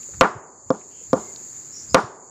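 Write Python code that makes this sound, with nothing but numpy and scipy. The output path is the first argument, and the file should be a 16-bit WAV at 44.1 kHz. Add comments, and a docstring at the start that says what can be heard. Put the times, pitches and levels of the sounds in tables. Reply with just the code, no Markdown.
"""Cicadas drone near 7 kHz throughout, over forest air and a thin band near 4.6 kHz; small ticks dot the scene.
A mallet strikes a palm stalk hard at 0.2 s, lightly at 0.7 and 1.1 s, hard at 1.9 s; birds call from 0.9 s.
Knocks are decaying modes driven by a force pulse, plus noise for scatter, fibre crack, leaves and air puff.
The rest is shaped noise, with gliding tones for the birds.
Hard blows overload the recorder, whose gain control ducks the drone and lets it swell back."""
import sys
import numpy as np
from scipy import signal
from scipy.fft import rfft, irfft
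from scipy.io import wavfile
from scipy.ndimage import uniform_filter1d

SR = 44100
rng = np.random.default_rng(int(sys.argv[2]) if len(sys.argv) > 2 else 0)


def store_wav(level_fs):
    """Save 16-bit WAV to argv[1]."""
    pcm = np.round(np.clip(np.atleast_2d(level_fs), -1, 1) * 32767)
    wavfile.write(sys.argv[1], SR, pcm.T.astype(np.int16))


N = 101430

# Mallet blows. Each row: start in seconds, strength in dB, force time constant in ms,
# fibre crack level in dB, foliage scatter in dB relative to the strength.
BLOWS = [(0.2101, 14.5, 0.069, -4.5, 2.5), (0.7038, 10, .18, -20.5, -6.5), (1.1310, 6, 0.18, -22.5, -2.5),
         (1.945, 14.5, 0.089, -1, 1.5)]
# Modes of the struck stalk. Each row: frequency in Hz, level in dB, T60 in seconds.
STALK_MODES = [(216, -22, 0.09), (293.8, -3.5, 0.022), (525.4, 1, 0.03), (670.6, 0, 0.022),
               (897, -12.5, 0.045), (1030.6, 2.5, 0.014), (1145, 7, 0.016), (1363, -1.5, 0.027)]
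# Spectrum of fibre crack. Each row: frequency in Hz, relative level in dB.
CRACK_SPECTRUM = [(500, -22), (2000, -5.5), (3000, -8.5), (4000, -1), (5700, 4), (7000, -18.5),
                  (10000, -26.5), (16000, -34)]
# Spectrum of shaken leaves. Each row: frequency in Hz, relative level in dB.
RUSTLE_SPECTRUM = [(1000, -17.5), (2000, -1.5), (3500, 2.5), (5500, 5.5), (8000, -3.5), (11000, -9.5),
                   (16000, -18.5)]
# Spectrum scattered by nearby fronds. Each row: frequency in Hz, relative level in dB.
FRONDS_SPECTRUM = [(60, -49), (200, -6.5), (330, -4.5), (650, -4.5), (850, 0.5), (1100, 6), (1400, 3),
                   (1700, -2.5), (2200, -10), (4000, -14.5), (8000, -9), (16000, -32.5)]
# Spectrum returned by far trees. Each row: frequency in Hz, relative level in dB.
TREES_SPECTRUM = [(60, -24.5), (170, -10.5), (400, -0.5), (700, -2), (1200, 6.5), (1700, 3.5), (2300, -2),
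                  (5000, -12), (9000, -27), (16000, -64)]
# Handling bumps and twig ticks. Each row: start in seconds, level in dB, centre in Hz,
# Gaussian sigma in octaves, decay constant in seconds.
TICKS = [(0.029, -43, 5060, 1, .002), (0.087, -47, 514, 0.23, 0.0057), (0.135, -46, 990, 0.79, 0.0044),
         (0.35, -25, 102, 0.7, 0.0085), (0.812, -46.5, 2060, 0.3, 0.0028),
         (1.013, -36, 518.3, 0.13, 0.0022), (1.360, -36, 4460, 0.46, 0.001),
         (2.034, -24, 117, 0.46, 0.0056)]
# Spectrum of cicada chorus. Each row: frequency in Hz, relative level in dB.
CICADA_SPECTRUM = [(4000, -65), (5700, -34), (6300, -14), (6750, -4), (7100, -2), (7450, -7.5),
                   (7900, -20.5), (8300, -35.5), (12000, -35.5), (13200, -27), (14300, -19), (15500, -24.5),
                   (16500, -38.5)]
# Bird notes. Each row: start in seconds, length in seconds, first pitch in Hz, last pitch in Hz,
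# blur width in Hz, level in dB.
BIRD_NOTES = [(.9, 0.17, 2874, 3060, 1100, -59), (1.179, 0.147, 2130, 2110, 59.4, -58.5),
              (1.717, 0.12, 5300, 6200, 907, -43.5), (1.738, .13, 5500, 5900, 1340, -45),
              (1.884, 0.069, 4800, 5310, 609, -44.5)]
# Spectrum of forest air. Each row: frequency in Hz, relative level in dB.
AIR_SPECTRUM = [(20, -35.5), (45, -18.5), (90, -1), (150, -4), (350, -5), (600, -15), (1100, -15),
                (2200, -18), (3200, -25.5), (5000, -15.5), (10000, -31), (16000, -40.5)]

STALK_RISE_S, STALK_LOW_CUT_HZ = 0.00058, 186  # the narrow stalk radiates little bass
GROUND_DELAY_S, GROUND_GAIN = 0.0075, 0.53
CRACK_DECAY_S = 0.002
RUSTLE_REL_CRACK_DB, RUSTLE_RISE_S, RUSTLE_T60_S = -20.5, 0.068, 0.37
FLUTTER_RMS_DB, FLUTTER_HZ = 0.92, 150
FRONDS_DB, FRONDS_HOLD_S, FRONDS_T60_S = -16, 0.036, 0.18
TREES_DB, TREES_LOW_T60_S, TREES_TREBLE_T60_S, TREES_SPLIT_HZ = -25.5, 0.86, 0.53, 1080
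SCATTER_RISE_S = 0.022
PUFF_REL_BLOW_DB, PUFF_S, PUFF_HZ = -48.5, 0.037, 83.33
CICADA_DB, WAVER_RMS_DB, WAVER_HZ = -37, 0.6, 9.3
BUZZ_MEAN_HZ, BUZZ_DEPTH, BUZZ_JITTER, BUZZ_JITTER_HZ = 166.7, 0.1, 0.072, 8.47
THIN_HZ, THIN_WIDTH_HZ, THIN_DB = 4580, 300, -65.5
AIR_DB = -52
LOW_CUT_HZ, TREBLE_HZ, EDGE_HZ = 40, 9000, 16000
DUCK_ABOVE_DB, DUCK_MAX_DB, DUCK_DETECT_S = -4, 17, 0.0012
DUCK_ATTACK_S, RECOVER_DB_PER_S = 0.034, 15
CEILING = 0.65  # full scale = 1
LIMIT_ABOVE_DB, LIMIT_SLOPE, LIMIT_S = -12, 0.65, 0.0081
GATE_DB, GATE_FLOOR_GAIN = -85, 0.05


def amp(db):
    """Decibels to gain."""
    return 10 ** (np.asarray(db) / 20)


def unit(x):
    """Scales to rms 1."""
    return x / np.sqrt(np.mean(x ** 2) + 1e-20)


def add(mix, start_s, sound):
    """Mixes a sound in at a time, cut at the end of the mix."""
    part = mix[max(round(start_s * SR), 0):][:len(sound)]
    part += sound[:len(part)]


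def noise(shape, size=N):
    """Noise of rms 1 whose gain is a function of frequency."""
    f_hz = np.fft.rfftfreq(size, 1 / SR) + 1  # offset keeps logs finite
    spectrum = rfft(rng.standard_normal(size))
    return unit(irfft(spectrum * shape(f_hz), size))


def coloured(points, size=N):
    """Noise with a spectrum interpolated over log frequency."""
    hz, db = np.transpose(points)
    return noise(lambda f: amp(np.interp(np.log(f), np.log(hz), db)), size)


def drift(hz):
    """Low-pass noise of rms 1, Gaussian roll-off."""
    return noise(lambda f: np.exp(-(f / hz) ** 2))


def lag(x, seconds):
    """One-pole smoothing."""
    r = np.exp(-1 / (seconds * SR))
    return signal.lfilter([1 - r], [1, -r], x)


def fade(t, t60_s):
    """Exponential decay, 60 dB in t60_s."""
    return np.exp(-np.log(1000) * t / t60_s)


def butter(x, order, hz, kind="low"):
    """Causal Butterworth filter."""
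    return signal.sosfilt(signal.butter(order, hz, kind, fs=SR, output="sos"), x)


def mallet():
    """A force pulse drives stalk and foliage; a shorter pulse is brighter."""
    out = np.zeros(N)
    knock, scatter = stalk(), foliage()
    t = np.arange(SR // 20) / SR
    for start_s, db, force_ms, crack_db, scatter_db in BLOWS:
        force = t ** 3 * np.exp(-t * 1000 / force_ms)
        response = knock + amp(scatter_db) * scatter
        add(out, start_s, amp(db) * signal.fftconvolve(response, force / force.sum()))
        add(out, start_s, amp(crack_db) * crack(t))
        add(out, start_s, amp(crack_db + RUSTLE_REL_CRACK_DB) * rustle())
    return out


def stalk():
    """Impulse response: decaying modes with weak bass, plus a reflection off the ground."""
    t = np.arange(SR) / SR
    ring = sum(amp(db) * np.sin(2 * np.pi * hz * t) * fade(t, t60_s) for hz, db, t60_s in STALK_MODES)
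    ring = butter(ring * (1 - np.exp(-t / STALK_RISE_S)), 3, STALK_LOW_CUT_HZ, "high")
    knock = ring.copy()
    add(knock, GROUND_DELAY_S, GROUND_GAIN * ring)
    return knock


def foliage():
    """Impulse response: scatter from fronds, then a faint tail from trees whose treble dies sooner."""
    t = np.arange(SR) / SR
    rise = np.minimum(t / SCATTER_RISE_S, 1) ** 2
    near = coloured(FRONDS_SPECTRUM, SR) * fade(np.maximum(t - FRONDS_HOLD_S, 0), FRONDS_T60_S)
    far = coloured(TREES_SPECTRUM, SR)
    low = signal.sosfiltfilt(signal.butter(4, TREES_SPLIT_HZ, fs=SR, output="sos"), far)
    tail = low * fade(t, TREES_LOW_T60_S) + (far - low) * fade(t, TREES_TREBLE_T60_S)
    return rise * (amp(FRONDS_DB) * near + amp(TREES_DB) * tail)


def crack(t):
    """Fibres crack: a noise burst with instant onset."""
    return coloured(CRACK_SPECTRUM, len(t)) * np.exp(-t / CRACK_DECAY_S)


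def rustle():
    """Leaves shake: noise that swells, flutters and dies."""
    t = np.arange(SR) / SR
    flutter = amp(FLUTTER_RMS_DB * drift(FLUTTER_HZ)[:SR])
    shake = np.minimum(t / RUSTLE_RISE_S, 1) * fade(t, RUSTLE_T60_S) * flutter
    return coloured(RUSTLE_SPECTRUM, SR) * shake


def swings():
    """The mallet pushes air: a low noise puff around each blow, scaled by its strength."""
    t = np.arange(N) / SR
    level = sum(amp(db + PUFF_REL_BLOW_DB) * np.exp(-abs(t - start_s) / PUFF_S)
                for start_s, db, *_ in BLOWS)
    return level * noise(lambda f: np.exp(-np.log2(f / PUFF_HZ) ** 2))


def ticks():
    """Short noise grains: dull bumps and dry ticks before, between and after the blows."""
    t, out = np.arange(SR // 5) / SR, np.zeros(N)
    for start_s, db, hz, octaves, decay_s in TICKS:
        grain = noise(lambda f: np.exp(-.5 * (np.log2(f / hz) / octaves) ** 2), len(t))
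        envelope = t / decay_s * np.exp(1 - t / decay_s)  # peak 1
        add(out, start_s, amp(db) * grain * envelope)
    return out


def birds():
    """Distant gliding tones, blurred by leaves: random modulation widens each pitch."""
    out = np.zeros(N)
    for start_s, length_s, first_hz, last_hz, width_hz, db in BIRD_NOTES:
        u = np.arange(0, length_s, 1 / SR) / length_s
        pitch_hz = first_hz + (last_hz - first_hz) * u
        tone = np.exp(2j * np.pi * np.cumsum(pitch_hz) / SR)
        blur = (drift(width_hz / 2) + 1j * drift(width_hz / 2))[:len(u)]
        envelope = np.sqrt(abs(np.sin(np.pi * u)))
        add(out, start_s, amp(db) * unit((tone * blur).real) * envelope)
    return out


def cicadas():
    """Many cicadas blur into one noise band, amplitude-modulated at an unsteady buzz rate."""
    rate_hz = BUZZ_MEAN_HZ * (1 + BUZZ_JITTER * drift(BUZZ_JITTER_HZ))
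    buzz = 1 + BUZZ_DEPTH * np.sin(2 * np.pi * np.cumsum(rate_hz) / SR)
    level = amp(CICADA_DB + WAVER_RMS_DB * drift(WAVER_HZ))
    return level * unit(coloured(CICADA_SPECTRUM) * buzz)


def thin_band():
    """Faint steady narrow-band noise below the cicadas."""
    return amp(THIN_DB) * noise(lambda f: np.exp(-(2 * (f - THIN_HZ) / THIN_WIDTH_HZ) ** 2))


def air():
    """Forest background: steady coloured noise."""
    return amp(AIR_DB) * coloured(AIR_SPECTRUM)


def scene():
    """Knocks over the sounds of the forest."""
    return (mallet() + swings() + ticks() + birds() + cicadas() + thin_band() + air())[None]


def level_db(x, seconds):
    """Smoothed power in dB."""
    return 10 * np.log10(lag(x ** 2, seconds) + 1e-12)


def duck(x):
    """Slow gain control: loud sound lowers the gain, which recovers at a fixed dB rate."""
    over_db = np.clip(level_db(x, DUCK_DETECT_S) - DUCK_ABOVE_DB, 0, DUCK_MAX_DB)
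    recovery_db = np.arange(N) / SR * RECOVER_DB_PER_S
    held_db = np.maximum.accumulate(over_db + recovery_db) - recovery_db
    return x / amp(lag(held_db, DUCK_ATTACK_S))


def overload(x):
    """Saturation, near linear up to a sharp knee."""
    return x / (1 + (x / CEILING) ** 8) ** (1 / 8)


def limit(x):
    """Quick limiter: removes a share of the excess dB."""
    return x / amp(LIMIT_SLOPE * np.maximum(level_db(x, LIMIT_S) - LIMIT_ABOVE_DB, 0))


def suppress(x):
    """Noise suppressor: turns down time-frequency cells whose smoothed power is below a threshold."""
    z = signal.stft(x, nperseg=512)[2]
    power = uniform_filter1d(uniform_filter1d(abs(z) ** 2, 5, axis=0), 5, axis=1)
    excess = (power / amp(GATE_DB) ** 2) ** 2
    gain = (GATE_FLOOR_GAIN + excess) / (1 + excess)
    return signal.istft(z * gain, nperseg=512)[1][:N]


def record(dry):
    """Recorder chain: low cut, gain control, overload, limiter, treble roll-off, suppressor, band limit."""
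    x = butter(dry[0], 2, LOW_CUT_HZ, "high")
    x = limit(overload(duck(x)))
    x = suppress(butter(x, 2, TREBLE_HZ))
    band_limit = signal.firwin(255, EDGE_HZ, window=("kaiser", 9), fs=SR)
    return signal.oaconvolve(x, band_limit, "same")[None]


dry = scene()
out = record(dry)
store_wav(out)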